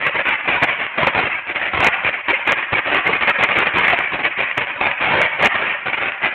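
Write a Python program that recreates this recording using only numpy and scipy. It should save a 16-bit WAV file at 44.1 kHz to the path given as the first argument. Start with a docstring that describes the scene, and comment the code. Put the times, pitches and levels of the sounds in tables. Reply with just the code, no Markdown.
"""A suburban street, a small camera some metres from a long string of burning firecrackers.
From the start the fuse sets off volley after volley of sub-millisecond blasts, stray crackers sputter
between, and the houses opposite throw back a thin echo. Single cracks, thuds and pings soon stand out.
The narrow-band microphone overloads on the biggest cracks, hardest near 1.9 s and 5.5 s,
and the string is still going at six seconds."""
import sys
import numpy as np
from scipy import signal
from scipy.fft import rfft, irfft
from scipy.io import wavfile

SR = 44100
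rng = np.random.default_rng(int(sys.argv[2]) if len(sys.argv) > 2 else 0)


def inscribe(sig):
    """Save sig as 16-bit PCM at rate SR to the path in sys.argv[1].

    A 1-D sig is mono; a 2-D sig holds one channel per row.
    Samples are clipped to [-1, 1] before scaling.
    """
    pcm = np.round(np.clip(np.atleast_2d(sig).T, -1, 1) * 32767)
    wavfile.write(sys.argv[1], SR, pcm.astype(np.int16))


N = 279946

# volleys along the fuse: t/s, length/s, relative level/dB, thump/dB
FUSE_VOLLEYS = [(0,0.052,-22,-3.5),(0.048,0.044,-16,-2),(0.146,0.031,-19.5,1),(.185,0.033,-18,-2.5),(0.254,0.1,-15.5,-5),(0.477,0.028,-16.5,1.5),(0.505,0.066,-18,-0.5),(.621,.026,-13.5,3),(.665,0.074,-19,-5),(0.79,0.066,-22,-3.5),(0.977,0.046,-19.5,5),(1.016,0.043,-19.5,2.5),(1.067,0.025,-17,3),(1.149,0.079,-18,3),(1.232,0.053,-21.5,2),(1.297,0.066,-21.5,-13),(1.479,0.044,-23.5,-1.5),(1.552,0.031,-20,-3),(1.593,0.1,-21,-4.5),(1.735,0.1,-22,5),(1.81,0.078,-16,1),(1.923,0.035,-19,-8.5),(2.038,.022,-21,-0.5),(2.069,0.028,-15.5,-2.5),(2.129,0.024,-19.5,-12),(2.283,0.04,-15,0.5),(2.334,0.027,-15.5,-15),(2.471,0.062,-15,0),(2.567,0.027,-22,-3.5),(2.622,0.013,-19.5,-8),(2.723,0.04,-19.5,3),(2.769,0.031,-15.5,-2),(2.857,0.057,-20.5,1),(2.913,0.087,-16.5,1),(3.05,0.034,-21.5,3),(3.084,0.027,-22,8),(3.114,0.062,-22.5,2),(3.211,.038,-17,-0.5),(3.274,.042,-11.5,-2.5),(3.384,0.042,-20.5,4.5),(3.424,0.032,-13,0),(3.489,0.054,-17.5,-1.5),(3.554,0.088,-16,0),(3.659,0.025,-15,-0.5),(3.741,0.082,-17.5,2.5),(3.823,0.12,-15,-4),(3.921,0.024,-21,6.5),(3.958,0.093,-24,-1),(4.122,0.042,-23,5.5),(4.187,0.031,-27,7),(4.235,0.045,-15.5,-4),(4.381,0.063,-19,0),(4.465,.06,-23.5,-13),(4.573,0.024,-19.5,1.5),(4.604,0.037,-20.5,0),(4.672,0.042,-25,-6.5),(4.808,0.082,-18,1),(4.905,0.02,-21.5,-8),(5.008,0.12,-18,1),(5.111,0.096,-18.5,4.5),(5.199,0.068,-15.5,-2),(5.389,0.068,-22,5),(5.43,0.046,-12,1),(5.543,0.023,-18.5,2),(5.583,0.091,-22.5,0.5),(5.654,0.084,-20.5,-5),(5.858,0.047,-22,2),(5.93,.022,-17.5,-6),(5.969,0.024,-19.5,-3),(6.007,0.091,-20.5,-1.5),(6.222,0.065,-17,-1.5)]
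# an average blast at the microphone: f/Hz, relative level/dB
BLAST_SPECTRUM = [(18, -48.5), (30, -22), (96, -14), (208, -11), (266, -11), (384, -8), (443, -10),
                  (578, -4), (653, -7), (753, -5.5), (1450, -5.5), (2180, 1), (2410, 0), (3200, -11.5),
                  (3930, -27.5), (5110, -80.5), (8650, -120)]
# where a fuller charge gains body: f/Hz, share/1
BODY_SHARE = [(220, 0.33), (420, 1), (620, 0.85), (1000, 0.9), (1900, 0)]
# where it gains thump, and with it a harder edge: f/Hz, share/1
THUMP_SHARE = [(220, 1), (420, 0.28), (2800, 0.034), (3900, 0.98)]
# moments when the stray crackers falter: t/s
STRAY_PAUSES = [.89, 1.43, 2.24, 2.68, 3.71, 4.35, 4.964]
# echoes from the house fronts: delay/s, relative level/dB
HOUSE_ECHOES = [(0.065, -13), (.12, -14), (.192, -15.5), (.315, -22.5), (0.489, -24)]
# lawns swallow both ends of the echo's spectrum: f/Hz, gain/dB
LAWN_RESPONSE = [(100, -10), (400, -10), (900, 1), (1700, 3.5), (3100, 1), (4000, -11)]
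# single crackers that stand out: t/s, peak ahead of the microphone/dB
BIG_CRACKS = [(0.068, -2.5), (0.2893, -3.5), (0.4896, -3), (0.6273, -2), (0.6352, -1.5), (0.6422, -1.4),
              (0.866, -9), (0.9833, -3.5), (1.032, -1.1), (1.0704, -1.0), (1.1498, -4), (1.472, -20.5),
              (1.5603, -6.5), (1.7364, -7), (1.8051, -1.7), (1.837, -2), (1.8457, -0.5), (1.8559, -5),
              (1.867, -0.7), (1.8713, 1.7), (1.885, -2.0), (2.048, -4.5), (2.0654, -3.5), (2.2852, -3.5),
              (2.3041, -2.5), (2.476, -2.5), (2.5213, 0.2), (2.5288, -2), (2.7315, -2.5), (2.9474, -1.5),
              (3.0764, -2.4), (3.1336, -5.5), (3.2109, -9.5), (3.274, -3.5), (3.2982, -1.5), (3.4374, -0.9),
              (3.489, -6), (3.5876, -1.5), (3.785, -0.9), (3.8499, -3.5), (3.881, -2.5), (3.9009, -2.5),
              (3.9888, -3), (4.253, -3), (4.513, -6), (4.5785, -2.14), (4.671, -10), (4.8113, -5),
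              (4.8667, -3.5), (4.914, -3.5), (4.9895, -16), (5.1521, -3.5), (5.217, -2), (5.397, -7.5),
              (5.427, -1), (5.4492, -1.7), (5.4582, 1.8), (5.461, -1.5), (5.4721, -1.5), (5.932, -6),
              (6.1204, -8), (6.2476, -3.5)]
# thuds, hollow knocks and pings within the rattle: t/s, f/Hz, relative peak/dB
RATTLE_KNOCKS = [(.19, 557, -17.5), (0.484, 190, -20), (1.026, 128, -19.5), (1.026, 993, -14),
                 (1.062, 2383, -16), (1.068, 546, -11), (1.16, 115, -23.5), (1.234, 108, -22),
                 (1.74, 79, -23), (1.789, 90, -20), (1.864, 735, -11), (1.864, 2437, -6.5),
                 (2.046, 110, -23), (2.329, 534, -17), (2.335, 2207, -14.5), (2.725, 111, -18),
                 (2.748, 2260, -10), (3.065, 2106, -9.5), (3.09, 458, -15), (3.129, 2146, -10),
                 (3.43, 2050, -12), (3.57, 110, -25), (3.74, 95, -22.5), (3.931, 695, -9.5),
                 (4.575, 130, -25.5), (4.809, 748, -14.5), (5.204, 625, -15), (5.43, 584, -10.5)]

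BAND_HZ = 4450  # top of the microphone's band


def gain_of(db):
    """Decibels to amplitude."""
    return 10 ** (np.asarray(db) / 20)


def curve_at(points, hz):
    """Interpolates a table of f/Hz, value on a log-frequency axis."""
    f, value = np.transpose(points)
    return np.interp(np.log(hz + 1), np.log(f + 1), value)


def add(mix, start_s, sound):
    """Lays a sound into the mix, no earlier than time zero."""
    part = mix[max(round(start_s * SR), 0):][:len(sound)]
    part += sound[:len(part)]


def lowpass(x, hz):
    """Steep low-pass without delay."""
    return signal.oaconvolve(x, signal.firwin(255, hz, window=("kaiser", 9), fs=SR), "same")


def minimum_phase(gain):
    """The sharpest-starting impulse response that has this magnitude spectrum."""
    log_gain = np.log(np.maximum(np.r_[gain, gain[-2:0:-1]], 1e-5))
    spectrum = np.exp(np.conj(signal.hilbert(log_gain)))
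    return np.fft.ifft(spectrum).real[:len(gain)]


def blast(thump_db):
    """One cracker's pressure pulse; a fuller charge has more thump and more body around 600 Hz."""
    hz = np.fft.rfftfreq(4096, 1 / SR)
    average = gain_of(curve_at(BLAST_SPECTRUM, hz))
    body_db = 1.78 + 0.8 * thump_db
    fullness = gain_of(body_db * curve_at(BODY_SHARE, hz) + thump_db * curve_at(THUMP_SHARE, hz))
    return minimum_phase(average / np.sqrt(np.mean(average ** 2)) * fullness)


def firing(per_s, spread_db, scatter_db, size):
    """Crackers of uneven strength at uneven intervals, with fine scatter from the pavement."""
    gaps = rng.gamma(2, .5, size)
    strengths = gain_of(spread_db * np.clip(rng.standard_normal(size), -2, 2))
    strengths *= rng.choice([-1, 1], size)
    at = (np.cumsum(gaps) * SR / per_s).astype(int)
    shots = np.bincount(at[at < size], strengths[at < size], size)
    return shots / shots.std() + gain_of(scatter_db) * rng.standard_normal(size)


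def ring(x, patchy_db, neighbours=18):
    """Neighbouring crackers firing within milliseconds reinforce some pitches and cancel others."""
    lags_s = rng.uniform(.0004, .0035, neighbours)
    combs = np.cos(2 * np.pi * np.outer(lags_s, np.fft.rfftfreq(2048, 1 / SR)))
    patches_db = patchy_db * np.sqrt(2 / neighbours) * rng.choice([-1, 1], neighbours) @ combs
    return signal.fftconvolve(x, minimum_phase(gain_of(patches_db)))[:len(x)]


def evened(x):
    """Unit energy, with the same mean spectral density in each of six bands."""
    edges = np.searchsorted(np.fft.rfftfreq(len(x), 1 / SR), [130, 330, 1300, 3000, BAND_HZ])
    bands = np.split(rfft(x), edges)
    return irfft(np.concatenate([band / np.sqrt(np.mean(abs(band) ** 2)) for band in bands]))


def volleys(rise_s=.002, fall_s=0.0035, arch_db=3, thinning_db=1, trim_db=0.33, size=8000):
    """Runs of blasts some metres off: each opens full, swells and ends thin, its ring shifting."""
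    out, lead_s = np.zeros(N), 4 * rise_s
    t = np.arange(size) / SR - lead_s
    for start_s, length_s, db, thump_db in FUSE_VOLLEYS:
        opening = (1 + np.tanh(t / rise_s / 2)) / 2
        closing = (1 + np.tanh((length_s - t) / fall_s / 2)) / 2
        power = opening * closing
        burnt = np.clip(t / length_s, 0, 1)
        swell = power * gain_of(arch_db * np.sin(np.pi * burnt)) ** 2
        swell *= power.sum() / swell.sum()
        for stage in (-1, 0, 1):  # crossfaded start, middle, end
            share = swell * np.maximum(1 - abs(2 * burnt - 1 - stage), 0)
            train = firing(per_s=420, spread_db=3.5, scatter_db=-9.5, size=size)
            run = evened(ring(train * np.sqrt(share), patchy_db=4))
            sound = signal.fftconvolve(run, blast(thump_db - stage * thinning_db))
            add(out, start_s - lead_s, gain_of(db + trim_db) * np.sqrt(share.sum()) * sound)
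    return out


def strays(level_db=-32, sputter_db=4, clump_s=.03, pause_s=.03, rings=14):
    """Small crackers sputter on under and between the volleys, the ring changing from clump to clump."""
    t = np.arange(N) / SR
    knots = np.arange(0, N / SR + clump_s, clump_s)
    train = firing(per_s=200, spread_db=4, scatter_db=-3.5, size=N)
    sputter = np.interp(t, knots, rng.standard_normal(N)[:len(knots)])
    train *= gain_of(sputter_db * sputter)
    for middle_s in STRAY_PAUSES:
        train *= 1 - np.exp(-((t - middle_s) / pause_s) ** 2)
    clump = (t // clump_s) % rings
    ringing = sum(ring(train * (clump == k), patchy_db=4.5) for k in range(rings))
    sound = signal.oaconvolve(ringing, blast(thump_db=0.5))[:N]
    return gain_of(level_db) * sound / sound.std()


def street_echo(x, t60_s=0.14, wash_db=-22, onset_s=0.032, smear_s=0.002, places=16):
    """House fronts across the street return smeared echoes over a wash from trees and farther walls."""
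    t = np.arange(SR) / SR
    wash = gain_of(wash_db - 60 * t / t60_s) * (t > onset_s)
    power = wash ** 2 * np.log(1e6) / (t60_s * SR)
    for delay_s, db in HOUSE_ECHOES:
        power += gain_of(db) ** 2 * np.exp(-abs(t - delay_s) / smear_s) / (2 * smear_s * SR)
    # the string jumps about as it burns, so each volley finds other paths
    starts = np.sort(np.transpose(FUSE_VOLLEYS)[0])
    place = np.searchsorted(starts, np.arange(N) / SR) % places
    echo = np.zeros(N)
    for k in range(places):
        sparse_taps = rng.choice([-1., 1.], SR) * (rng.random(SR) < 1 / 20)
        echo += signal.fftconvolve(x * (place == k), sparse_taps * np.sqrt(20 * power))[:N]
    lawn = gain_of(curve_at(LAWN_RESPONSE, np.fft.rfftfreq(1024, 1 / SR)))
    return signal.oaconvolve(echo, minimum_phase(lawn))[:N]


def cracks(extra_thump_db=1, lone_thump_db=-14.5, near_s=.01):
    """Big single crackers: a little fuller than the volley around them, thin when they go off alone."""
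    out = np.zeros(N)
    starts, lengths, _, thumps = np.transpose(FUSE_VOLLEYS)
    for start_s, db in BIG_CRACKS:
        apart_s = np.maximum(starts - start_s, start_s - starts - lengths)
        thump_db = thumps[apart_s.argmin()] + extra_thump_db if apart_s.min() < near_s else lone_thump_db
        pulse = lowpass(ring(blast(thump_db), patchy_db=3), BAND_HZ)
        add(out, start_s, gain_of(db) * pulse / abs(pulse).max())
    return out


def duck_under_cracks(lead_s=0.00048):
    """Gain for the small crackers: they give way for the instant of each big one."""
    dips = np.zeros(N)
    for start_s, _ in BIG_CRACKS:
        add(dips, start_s - lead_s, signal.windows.tukey(80, .5))
    return 1 - np.minimum(dips, 1)


def knocks(trim_db=-1, swell_s=0.0048, wander_rad=0.0028, size=2200):
    """Pitched thuds and pings in the rattle that swell and die within a few hundredths of a second."""
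    out, t = np.zeros(N), np.arange(size) / SR
    envelope = t / swell_s * np.exp(1 - t / swell_s)
    for start_s, hz, db in RATTLE_KNOCKS:
        phase = 2 * np.pi * (hz * t + rng.random())
        phase += wander_rad * np.cumsum(rng.standard_normal(size))
        add(out, start_s, gain_of(db + trim_db) * envelope * np.sin(phase))
    return out


def scene(ceiling=0.61):
    """String and echo from where the camera stands; the rattle is rounded off below the biggest cracks."""
    small = volleys() + strays() + knocks()
    big = cracks()
    rattle = small * duck_under_cracks() + street_echo(small + big)
    rounded = rattle / (1 + (rattle / ceiling) ** 4) ** (1 / 4)
    return (rounded + big)[None]


def record(dry, low_hz=38, overload=0.72, spit_top_hz=15900):
    """The camera's narrow-band mono microphone; the biggest peaks clip and spit treble."""
    low_cut = signal.butter(2, low_hz, "high", fs=SR, output="sos")
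    narrow = signal.sosfilt(low_cut, lowpass(dry[0], BAND_HZ))
    clipped = np.clip(narrow, -overload, overload)
    return lowpass(clipped, spit_top_hz)[None]


dry = scene()
out = record(dry)
inscribe(out)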